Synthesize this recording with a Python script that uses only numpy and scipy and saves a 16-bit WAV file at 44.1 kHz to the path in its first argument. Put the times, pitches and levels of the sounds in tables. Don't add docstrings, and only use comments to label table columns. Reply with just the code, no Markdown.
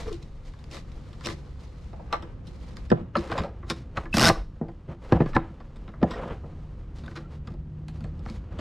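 import sys
import numpy as np
from scipy import signal
from scipy.fft import rfft, irfft, next_fast_len
from scipy.io import wavfile

SR = 44100
rng = np.random.default_rng(int(sys.argv[2]) if len(sys.argv) > 2 else 0)


def bounce(signal):
    frames = np.transpose(np.atleast_2d(signal))
    limited = np.clip(frames, -1, 1)
    pcm = np.round(limited * 32767).astype(np.int16)
    wavfile.write(sys.argv[1], SR, pcm)


N = 379298

# (f/Hz, level/dB, time to fall 60 dB/s)
THUMP = [(67, -5.5, 0.19), (99, 1.5, 0.046), (169.3, -4, 0.1), (211.7, -3, 0.084), (279.6, -6, 0.027)]
BODY = [(334, -8, 0.16), (424, -8, 0.079), (443, 0.5, 0.025), (502, -5.5, 0.057), (548, -8.5, 0.053),
        (679, -3, 0.031), (779, -5, 0.05), (893, 0, 0.016)]
KNOCK = [(1026, -6, 0.058), (1166, -4.5, 0.033), (1327, -1.5, 0.021), (1576, -1, 0.016),
         (1724, -7.5, 0.055), (1876, -0.5, 0.017), (2153, -3.5, 0.017)]
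CLICK = [(2390, -1, 0.0062), (3160, 6.5, 0.0023), (3780, -0.5, 0.0073), (4244, -0.5, .007),
         (4705, 8.5, 0.0022), (5354, 5, 0.003), (6500, -5.5, 0.0029), (7450, -6.5, 0.0037),
         (8850, -11.5, .004), (10050, -15.5, 0.0034), (12200, -21, 0.0028)]
# (t/s, level/dB)
RUMBLE = [(0.0, -36.5), (0.35, -45.5), (1.0, -40.5), (1.7, -43.5), (2.2, -39.5), (3.4, -40), (3.9, -40),
          (4.29, -39.5), (4.69, -45.5), (5.3, -41), (5.55, -44), (6.0, -40.5), (6.23, -36), (6.45, -38.5),
          (7.02, -41), (8.3, -37.5), (8.48, -40.5), (8.6, -34)]
# (f/Hz, level/dB)
RUMBLE_COLOUR = [(8.8, -33), (30, -7.5), (44, 5.5), (70, 0), (166, -7.5), (400, -22.5), (520, -48),
                 (880, -120)]

THUMP_COLOUR_HZ = 200
CATCH_S, RUN_S = 4.141, 4.1696
RIB_CLICK_DB, RIB_BODY_DB = -20, -16.5


def amp(db):
    return 10 ** (np.asarray(db) / 20)


def rms_one(x):
    return x / np.sqrt(np.mean(x ** 2) + 1e-20)


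def in_time(rows):
    s, *columns = np.transpose(rows)
    return [np.interp(np.arange(N) / SR, s, c) for c in columns]


def coloured(x, spectrum):
    size = next_fast_len(N)
    hz, db = np.transpose(spectrum)
    log_hz = np.log(np.arange(size // 2 + 1) * SR / size + 1)
    gain = amp(np.interp(log_hz, np.log(hz), db))
    return irfft(rfft(x, size) * gain, size)[:N]


def drift(rate):
    knots = int(N / SR * rate) + 2
    return rms_one(np.interp(np.linspace(0, knots - 1, N), np.arange(knots), rng.standard_normal(knots)))


def swell(start, end, level_db, rise_db, fall_db):
    t = np.arange(N) / SR
    return level_db - rise_db * np.maximum(start - t, 0) - fall_db * np.maximum(t - end, 0)


def near(modes, colour_hz, db_per_octave):
    return -db_per_octave * np.abs(np.log2(np.array(modes)[:, :1] / colour_hz))


def ringing(modes, extra_db=0, stretch=1):
    hz, db, t60 = np.array(modes).T[:, :, None]
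    t = np.arange(SR // 4) / SR
    sign = (-1) ** np.arange(len(modes))[:, None]
    level = amp(db + extra_db - 60 * t / t60)
    return np.sum(sign * level * np.sin(2 * np.pi * hz * stretch * t), axis=0)


def strike(force, modes, peak_db, extra_db=0, soft_hz=20000, detune=.01):
    chance = rng.standard_normal((2, len(modes), 1))
    ring = ringing(modes, extra_db + 2.0 * chance[0], 1 + detune * chance[1])
    r = np.exp(-2 * np.pi * soft_hz / SR)
    soft_force = signal.lfilter([1], [1, -2 * r, r * r], force)
    sound = signal.fftconvolve(soft_force, ring)[:len(ring)]
    return amp(peak_db) * sound / np.max(np.abs(sound))


def add(out, sound, s):
    i = round(s * SR)
    out[i:i + len(sound)] += sound[:N - i]


def yard():
    # (t/s, level/dB)
    deep = [(0.0, -45), (0.12, -34), (0.17, -42.5), (3.83, -60), (4.0, -43), (4.31, -31), (4.58, -54.5),
            (5.01, -49.5), (5.41, -30.5), (5.46, -46.5), (8.46, -54.5), (8.6, -48)]
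    # (f/Hz, level/dB)
    deep_colour = [(10, -31.5), (20, -0.5), (32, 0.5), (45, -24.5), (80, -88)]
    # (t/s, firing f/Hz, firing level/dB, half-pitch level/dB), before small wavers
    engine = [(0, 142.1, -57, -63), (.6, 142.2, -54, -52), (1.9, 139.9, -51.5, -47.5),
              (2.4, 140.6, -71.5, -55), (5.4, 146.2, -60.5, -69), (6.4, 151.2, -51.5, -103),
              (7, 149.3, -47.5, -45), (7.6, 150.5, -42.5, -48.5), (8.1, 156.1, -43, -38.5),
              (8.6, 161.2, -63.5, -48.5)]
    rumble = rms_one(coloured(rng.standard_normal(N), RUMBLE_COLOUR)) * amp(in_time(RUMBLE)[0])
    rumble = rumble + rms_one(coloured(rng.standard_normal(N), deep_colour)) * amp(in_time(deep)[0])
    hz, firing_db, half_db = in_time(engine)
    turn = np.cumsum(2 * np.pi * hz * (1 + .004 * drift(8)) / SR)
    wobble_db = 1.5 * drift(5)
    firing = amp(firing_db + wobble_db) * np.sin(turn)
    half = amp(half_db - wobble_db) * np.sin(turn / 2)
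    return rumble + np.sqrt(2) * (firing + half)


def shed(x):
    t60_s, first_echo_s = 0.3, .006
    t = np.arange(SR // 2) / SR
    tail = rng.standard_normal(len(t)) * amp(-60 * t / t60_s) * (t > first_echo_s)
    tail = signal.lfilter([1], [1, -.5], tail)
    return signal.fftconvolve(x, tail / np.linalg.norm(tail))[:N]


def rubbing():
    # (start t/s, length/s, dull level/dB, bright level/dB), before the grip wavers
    rubs = [(0.0, 0.0027, -41.5, -46), (0.463, 0.021, -55.5, -58.5), (0.724, 0.079, -56, -57),
            (0.888, 0.2, -56.5, -68), (1.25, 0.059, -54, -50.5), (1.614, 0.28, -72, -65),
            (2.115, 0.16, -49, -71), (2.459, 0.4, -59.5, -64.5), (2.973, 0.039, -50.5, -76),
            (3.18, 0.15, -43.5, -56.5), (3.322, 0.12, -49, -63), (3.311, 0.098, -38, -60),
            (3.683, 0.092, -52.5, -57.5), (3.965, 0.049, -42.5, -58), (4.17, 0.21, -44.5, -65),
            (4.888, 0.027, -48, -70), (5.018, 0.1, -50.5, -64), (5.135, 0.037, -41, -64),
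            (5.224, 0.04, -44, -64), (5.292, 0.029, -53, -63), (5.374, 0.063, -46, -80),
            (5.44, 0.03, -56, -75), (6.084, 0.034, -40.5, -59.5), (6.161, 0.068, -37.5, -62.5),
            (6.228, 0.018, -46, -68), (6.249, 0.039, -41, -60.5), (6.292, 0.017, -37.5, -70),
            (6.332, 0.014, -58, -67.5), (6.962, 0.19, -63, -65.5), (7.154, 0.062, -54, -69.5),
            (7.32, 0.039, -57, -67.5), (7.466, 0.049, -57.5, -70), (7.943, 0.11, -64, -73.5),
            (8.258, 0.11, -57, -63), (8.527, .05, -47, -65.5)]
    # (t/s, dull level/dB, bright level/dB), before the wavers
    air = [(0, -58, -57), (.3, -59, -69), (1.2, -57.5, -65.5), (2.0, -56.5, -70), (2.9, -59.5, -79.5),
           (3.55, -56.5, -74), (4.6, -61, -76), (5.6, -58, -72.5), (6.7, -57, -71.5), (7.4, -59.5, -79),
           (7.7, -61.5, -78), (8.0, -59, -73.5), (8.6, -55.5, -73.5)]
    # (f/Hz, level/dB)
    dull_colour = [(150, -34), (250, -8.5), (383, -7), (507, -0.5), (611, -8), (1230, -12), (2130, -23),
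                   (3000, -24), (3900, -36.5), (6600, -120)]
    bright_colour = [(1180, -22), (2000, -3), (2540, -8), (2770, -8.5), (4070, -6), (6250, -13),
                     (6870, -14), (12200, -30.5), (15500, -53.5)]
    attack_db_per_s, release_db_per_s = 506.5, 257
    pressure_db = 2.5 * rms_one(drift(25) + 0.6 * drift(110))
    dull_level, bright_level = amp(in_time(air) + .4 * pressure_db)
    for s, length, dull_db, bright_db in rubs:
        shape = amp(swell(s, s + length, 1.3 * pressure_db, attack_db_per_s, release_db_per_s))
        dull_level = np.hypot(dull_level, amp(dull_db) * shape)
        bright_level = np.hypot(bright_level, amp(bright_db) * shape)
    grain_db = 3.0 * np.minimum(rng.exponential(1, (2, N)), 6)
    dull, bright = rng.standard_normal((2, N)) * amp(grain_db)
    lid = rms_one(signal.fftconvolve(dull, ringing(BODY + KNOCK))[:N])
    dull = rms_one(rms_one(coloured(dull, dull_colour)) + 0.04 * lid)
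    return dull_level * dull + bright_level * rms_one(coloured(bright, bright_colour))


def tones():
    # (peak t/s, f/Hz, peak level/dB, 60 dB rise/s, 60 dB fade/s)
    tone_rows = [(.063, 450, -33, 0.031, .04), (0.086, 449, -26, 0.069, 0.029),
                 (.119, 422, -27, 0.049, 0.031), (.148, 339, -33, 0.1, 0.076), (.09, 1260, -55, .03, 0.033),
                 (0.117, 1280, -50, .05, .04), (2.905, 1760, -28, 0.0065, 0.022),
                 (3.155, 1310, -15, 0.0043, 0.038), (3.16, 580, -23, 0.017, 0.041),
                 (3.189, 337, -21.5, 0.08, 0.12), (3.236, 2550, -46, .02, 0.027),
                 (3.175, 4200, -40, 0.027, 0.033), (2.142, 1170, -22, 0.058, 0.054),
                 (4.13, 2620, -23.5, .006, 0.11), (4.275, 1500, -20, 0.095, 0.11),
                 (4.3, 660, -16, 0.17, 0.044), (4.36, 1140, -36.5, 0.13, 0.041),
                 (4.401, 44.3, -24.5, 0.17, .2), (1.288, 2000, -26, 0.0051, 0.0081),
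                 (6.145, 1880, -38, 0.044, .04), (3.406, 73, -17.5, .025, 0.036),
                 (5.36, 1767, -21, 0.036, 0.022), (5.362, 850, -31, 0.071, 0.014),
                 (6.2, 530, -27.5, 0.023, 0.071), (7.083, 1500, -35, 0.01, 0.018),
                 (8.048, 88, -24.5, 0.035, .04), (7.26, 1350, -51, .06, .04), (7.486, 1200, -43, .03, .03),
                 (7.063, 3500, -50, 0.0092, 0.022), (7.168, 1470, -41, 0.027, 0.024),
                 (7.169, 4050, -45, 0.035, 0.033), (8.265, 770, -34.5, 0.0097, 0.016),
                 (8.292, 2200, -46, 0.033, .015), (8.3, 4300, -46, 0.012, .02)]
    pitch_wobble = 0.0069
    out, lead = np.zeros(N), SR // 20
    t = (np.arange(3 * lead) - lead) / SR
    for s, hz, peak_db, rise, fade in tone_rows:
        wobble = np.interp(t, np.linspace(t[0], t[-1], 30), rng.standard_normal(30))
        turn = np.cumsum(2 * np.pi * hz * (1 + pitch_wobble * wobble) / SR)
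        level = amp(peak_db + np.where(t < 0, 60 * t / rise, -60 * t / fade))
        add(out, -level * np.cos(turn - turn[lead]), s - lead / SR)
    return out


def slaps():
    # (t/s, level/dB before swell and fade, settled f/Hz before a small random shift)
    slap_rows = [(2.916, -4, 164.5), (2.9242, -9, 120), (4.303, -13.5, 110), (4.613, -16, 144),
                 (5.1226, -4.5, 99), (5.2047, -6, 124), (5.2186, -11.5, 144), (5.2604, -18.5, 130),
                 (5.364, -11, 151), (6.0281, -6, 200), (6.258, -31, 152)]
    start_hz, soft_hz = 827, 1794
    swell_s, fall_s, t60_s = 0.0013, .0018, 0.071
    out, t = np.zeros(N), np.arange(SR // 10) / SR
    for s, level_db, end_hz in slap_rows:
        hz = end_hz + (start_hz - end_hz) * np.exp(-t / fall_s)
        turn = np.cumsum(2 * np.pi * hz * rng.uniform(.97, 1.03) / SR)
        level = amp(level_db - 60 * t / t60_s) * (1 - np.exp(-t / swell_s))
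        add(out, -level * np.sin(turn), s)
    return signal.sosfilt(signal.butter(4, soft_hz, fs=SR, output="sos"), out + 1e-18)


def ribs(count):
    first_gap_s, last_gap_s = .0137, .0057
    gap_closes, gap_uneven = .72, .06
    catch_under_db, spread_db = 5, 1.5
    chance = rng.standard_normal((count + 1, 3))
    gaps = last_gap_s + (first_gap_s - last_gap_s) * gap_closes ** np.arange(count - 1)
    s = np.r_[CATCH_S, RUN_S, RUN_S + np.cumsum(gaps) + gap_uneven * gaps * chance[2:, 0]]
    under_db = catch_under_db * (s == CATCH_S)
    click_db = RIB_CLICK_DB - under_db + spread_db * chance[:, 1]
    body_db = RIB_BODY_DB - under_db + spread_db * chance[:, 2]
    return zip(s, click_db, body_db)


def scrape(flare):
    # (f/Hz, level/dB)
    scrape_colour = [(180, -28), (300, -1.5), (366, -12.5), (652, -8), (907, -21.5), (1460, -9.5),
                     (2360, -15), (5480, -13), (6790, -22), (11000, -27), (15500, -37.5)]
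    start_s, end_s = 4.147, 4.292
    start_db, growth_db_per_s = -32, 26
    attack_db_per_s, release_db_per_s = 1198.5, 646
    grains = rng.standard_normal(N) * amp(0.56 * rng.exponential(1, N))
    pushed_s = np.clip(np.arange(N) / SR, start_s, end_s) - start_s
    level_db = swell(start_s, end_s, start_db + growth_db_per_s * pushed_s,
                     attack_db_per_s, release_db_per_s)
    return amp(level_db) * flare * rms_one(coloured(grains, scrape_colour))


def ratchet():
    # (f/Hz, level/dB, time to fall 60 dB/s)
    pin = [(1050, -1, 0.017), (2550, 1.5, .009), (4550, 1.5, 0.007), (5180, 0, 0.015), (7770, -10, 0.015),
           (10500, -15.5, 0.0075)]
    pin_climb = [5.5, 6.5, 0.44, .3, 1.3, 0.38]
    pin_db = -13
    thump_db, thump_loss_db_per_s = -19.5, 60
    colour_hz, colour_octaves_per_s = 250, 16
    lid = THUMP + BODY + KNOCK
    out, flare, t = np.zeros(N), np.ones(N), np.arange(SR // 20) / SR
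    for s, click_db, body_db in ribs(count=17):
        force = 0.2 * rng.standard_normal(len(t)) * amp(-60 * t / 0.01)
        force[0] = 1
        since_catch = s - CATCH_S
        body_hz = colour_hz * 2 ** (colour_octaves_per_s * since_catch)
        jolt_db = body_db - RIB_BODY_DB + thump_db - thump_loss_db_per_s * since_catch
        add(out, strike(force, CLICK, click_db, near(CLICK, 5500, 13.0), detune=0.061), s)
        add(out, strike(force, lid, body_db, near(lid, body_hz, 2.4), soft_hz=2500), s)
        add(out, strike(force, THUMP, jolt_db, near(THUMP, THUMP_COLOUR_HZ, 5.1), soft_hz=700), s)
        sunk = np.array(pin)
        sunk[:, 0] *= 2 ** (np.array(pin_climb) * max(s - RUN_S, 0))
        add(out, strike(force, sunk, click_db - RIB_CLICK_DB + pin_db, detune=0.022), s)
        add(flare, 4 * amp(-60 * t / .011), s)
    return out + scrape(flare)


def blows():
    # (t/s, body peak level/dB, thump peak level/dB, knock peak level/dB, click peak level/dB,
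    #         colour of the spot struck f/Hz, 60 dB fade of the rattle/s, main hit over rattle level/dB)
    blow_rows = [(0.031, -53, -57, -55, -47, 400, 0.031, 6), (0.059, -51, -56, -46, -57, 431, 0.027, 13),
                 (0.067, -35, -53, -39, -50, 470, .06, 21), (0.079, -39.5, -50, -39, -40, 446, 0.13, 2),
                 (0.116, -42, -45, -44.5, -46, 420, .04, 4), (0.127, -41, -49, -52, -36.5, 398, 0.044, -8),
                 (0.142, -59, -45, -48, -42, 340, 0.081, 2), (0.224, -63, -37, -59, -42.5, 334, 0.05, -6),
                 (0.537, -58, -40.5, -46, -49, 331, .03, 14), (0.59, -57, -53, -53, -52, 382, 0.055, 1),
                 (0.641, -58, -48, -53, -40, 482, .05, 25), (0.713, -47, -54, -58, -36.5, 350, 0.055, 6),
                 (0.744, -39, -48, -39, -34, 340, 0.025, 12), (0.767, -44, -41, -38.5, -36, 501, 0.052, -6),
                 (0.918, -49, -56, -56, -44, 659, 0.045, 10), (1.129, -60, -48, -49, -45, 331, 0.067, -5),
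                 (1.209, -56, -50, -40, -42, 484, 0.16, 16), (1.239, -55, -50, -48, -40, 428, .03, -3),
                 (1.247, -53, -44, -43, -26.5, 428, 0.056, -8),
                 (1.258, -33, -37, -36, -22, 372, 0.023, -7.5),
                 (1.2615, -29.5, -40, -43, -24, 394, 0.046, 6),
                 (1.27, -34.5, -36, -26, -21.5, 500, 0.049, 13),
                 (1.287, -35, -31.5, -32, -31, 347, 0.044, 10),
                 (1.299, -39, -42, -34, -35.5, 450, 0.044, 0), (1.309, -35.5, -35, -48, -44, 337, 0.21, -5),
                 (1.931, -36.5, -54, -47, -51, 780, 0.11, 10),
                 (1.993, -38.5, -41.5, -53, -65, 770, 0.13, 1),
                 (2.127, -19.5, -39, -18, -22.5, 947, 0.12, 8.5),
                 (2.224, -35, -45, -40, -40.5, 350, 0.065, 3.5),
                 (2.47, -68, -55, -64, -43.5, 351, 0.072, 2), (2.769, -62, -64, -39, -34, 406, 0.057, 13),
                 (2.902, -40, -26, -42, -29, 510, 0.023, 3),
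                 (2.916, -14.5, -23, -22, -28.5, 331, 0.032, 7.5),
                 (2.995, -33.5, -25.5, -56, -57, 338, 0.19, -10),
                 (3.154, -20, -26.5, -18, -26.5, 650, 0.057, -1),
                 (3.168, -38, -24.5, -25, -26, 342, 0.06, 5), (3.185, -38, -29, -45, -34.5, 332, 0.073, 6),
                 (3.192, -40, -34, -43, -35, 332, 0.018, 20), (3.209, -40, -42, -49, -43, 332, .03, 15),
                 (3.299, -30, -39, -32, -38, 331, 0.09, -8), (3.315, -24, -27, -24.5, -29, 684, 0.065, -12),
                 (3.353, -27, -37, -31, -46, 363, 0.056, 9),
                 (3.378, -25, -27.5, -22, -25.5, 900, 0.11, -17),
                 (3.402, -31, -26.5, -38, -44, 484, 0.031, -1),
                 (3.436, -25, -34, -31.5, -35.5, 570, 0.21, 13.5),
                 (3.629, -41, -59, -39.5, -55, 350, 0.14, 9), (3.7, -25, -27, -22.5, -16, 444, 0.069, 2.5),
                 (3.971, -27, -25.5, -22, -26.5, 830, 0.049, 2),
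                 (4.056, -35, -43, -34.5, -41, 345, 0.067, 12),
                 (4.297, -12, -21.5, -13, -17, 420, 0.04, 6.5),
                 (4.613, -28.5, -28, -44, -64, 481, 0.19, 10),
                 (4.684, -36.5, -36.5, -46.5, -52, 498, 0.095, 6.5),
                 (4.885, -31, -29.5, -51, -61.5, 333, 0.2, 6.5),
                 (5.123, -14, -15, -17.5, -24, 600, 0.03, 2.5), (5.147, -21, -13, -37, -49, 498, 0.065, 21),
                 (5.16, -23, -18.5, -40, -46, 603, 0.03, 3), (5.172, -25.5, -32, -41, -48, 804, 0.016, 5),
                 (5.204, -15.5, -28, -26.5, -36, 618, 0.056, -4),
                 (5.219, -35, -37, -30, -37, 700, 0.021, 7), (5.26, -36, -44, -32.5, -41, 346, 0.043, 6),
                 (5.332, -42, -43, -33, -40.5, 770, 0.08, -3),
                 (5.349, -40.5, -19, -41, -34.5, 805, 0.096, -16),
                 (5.365, -10, -19.5, -10.5, -21, 840, 0.0088, 3.5),
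                 (5.501, -42, -34.5, -63, -67.5, 328, 0.06, 11.5),
                 (5.603, -41, -42.5, -43, -51, 590, 0.071, 6), (5.759, -43, -42.5, -52, -51, 344, 0.1, 0),
                 (5.878, -40.5, -39.5, -40.5, -47.5, 386, 0.14, 0),
                 (5.938, -44.5, -51, -38, -66, 550, 0.21, 19.5),
                 (6.016, -28, -19.5, -40, -46, 450, 0.04, 2), (6.029, -21, -25, -22, -30, 880, 0.022, 5),
                 (6.039, -14.5, -20, -41, -41.5, 442, 0.023, 9), (6.082, -50, -43, -45, -55, 600, 0.034, 7),
                 (6.108, -45, -31, -30, -32.5, 580, 0.19, -12), (6.134, -34, -43, -39, -43, 500, 0.083, 0),
                 (6.233, -31, -32, -45, -55, 600, .04, 2), (6.19, -30, -42, -38, -57, 520, 0.074, -1),
                 (6.308, -39, -36, -50, -53, 512, 0.05, 5), (6.319, -34.5, -34, -46, -54, 513, 0.045, 6),
                 (6.256, -31, -28, -52, -53, 537, 0.082, 20), (6.436, -36, -44, -51.5, -71, 565, 0.16, -5),
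                 (6.985, -57, -41.5, -57, -45.5, 650, 0.14, 5),
                 (7.036, -41.5, -40, -44.5, -47.5, 340, 0.24, -7), (7.062, -55, -47, -47, -46, 400, .03, 3),
                 (7.079, -37, -39, -35.5, -43, 460, 0.018, 8), (7.113, -42, -53, -44.5, -49, 360, 0.073, 3),
                 (7.156, -42, -46, -36, -37.5, 400, 0.12, -11),
                 (7.172, -35.5, -42, -36, -38, 400, 0.055, -2),
                 (7.473, -42.5, -38, -39, -41.5, 379, 0.06, 3),
                 (7.505, -48, -33, -55, -53.5, 334, 0.028, 7.5), (7.52, -55, -37.5, -58, -52, 329, .03, 11),
                 (7.54, -39, -43, -58, -53, 331, 0.044, 12), (7.883, -45, -42, -42.5, -39, 708.6, 0.11, 9),
                 (7.96, -60, -43, -57, -53, 330, 0.028, 14), (8.007, -49, -34, -48, -45, 331, 0.12, 11),
                 (8.041, -37.5, -34, -43, -44.5, 364, 0.097, 5),
                 (8.193, -48, -34.5, -68, -49, 331, 0.041, 7.5),
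                 (8.261, -37, -35, -33, -39, 331, 0.076, 18.5),
                 (8.285, -48, -50, -42.5, -46.5, 400, .04, 3), (8.299, -45, -31, -51, -36.5, 375, 0.11, 9),
                 (8.588, -30, -27, -34.5, -38, 531, 0.08, -11)]
    rise_t60_s, rise_end_db = .03, -12
    out, before = np.zeros(N), SR // 40
    t = (np.arange(SR // 5) - before) / SR
    for s, body_db, thump_db, knock_db, click_db, body_hz, rattle, hit_db in blow_rows:
        start = s - before / SR
        contacts = rng.standard_normal(len(t)) * (rng.random(len(t)) < .08)
        rise_db = rise_end_db + 60 * t / rise_t60_s
        rattle_db = -60 * t / max(rattle, .003)
        force = contacts * amp(np.where(t < 0, rise_db, rattle_db))
        force[before] = amp(hit_db)
        add(out, strike(force, BODY, body_db, near(BODY, body_hz, 8.1), soft_hz=1500), start)
        add(out, strike(force, THUMP, thump_db, near(THUMP, THUMP_COLOUR_HZ, 4.2), soft_hz=600), start)
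        add(out, strike(force, KNOCK, knock_db, near(KNOCK, 1180, 10.0), soft_hz=4040), start)
        force[before] *= 2
        dullness = 1.5 * max(knock_db - click_db, 0)
        add(out, strike(force, CLICK, click_db, near(CLICK, 2000, dullness), detune=.025), start)
    return out


def scene():
    shed_db, apart_db = -20, -22
    hits = blows() + ratchet() + slaps() + tones()
    mid = hits + amp(shed_db) * shed(hits) + rubbing() + yard()
    apart = rms_one(coloured(rng.standard_normal(N), RUMBLE_COLOUR))
    apart = apart * amp(in_time(RUMBLE)[0] + apart_db)
    return np.array([mid + apart, mid - apart])


def record(dry):
    # (t/s, width level/dB, left over right level/dB, left lags/ms)
    width = [(0, 3, .8, .02), (2.4, 6.5, 0.3, .02), (2.89, 6, 0, .03), (2.91, 9, -1.2, .45),
             (2.97, 8, -1, .4), (3.1, 2, .4, .02), (3.44, -9, 0, 0), (3.5, -30, 0, 0), (3.8, -52.5, 0, 0),
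             (8.45, -55, 0, 0), (8.6, -10, 0, 0)]
    # (f/Hz, level/dB before the width)
    wide = [(60, -46), (110, -28), (200, -24.5), (380, -18), (700, -13), (1290, -13.5), (2380, -11),
            (4400, -13), (8120, -14), (15000, -9)]
    # (f/Hz, level/dB)
    narrow = [(60, -91), (3000, -60.5), (4500, -27.5), (9000, -18.5), (11500, -8.5), (15000, -1)]
    lag_below_hz, cutoff_hz = 1000, 16050
    mid, t = dry.mean(axis=0), np.arange(SR // 4) / SR
    width_db, lean_db, lag_ms = in_time(width)
    scatter = rng.standard_normal(len(t)) * amp(-60 * t / 0.11)
    scattered = signal.fftconvolve(mid, scatter / np.linalg.norm(scatter))[:N]
    side = amp(width_db) * (coloured(scattered, wide) + (dry[0] - dry[1]) / 2)
    side = side + coloured(scattered, narrow)
    bass = coloured(mid, [(lag_below_hz, 0), (4 * lag_below_hz, -40)])
    side = side - lag_ms * SR / 2000 * np.gradient(bass)
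    left = (mid + side) * amp(lean_db / 2)
    right = (mid - side) * amp(-lean_db / 2)
    cut = signal.cheby2(12, 60, cutoff_hz, fs=SR, output="sos")
    return signal.sosfilt(cut, np.array([left, right]))


dry = scene()
out = record(dry)
bounce(out)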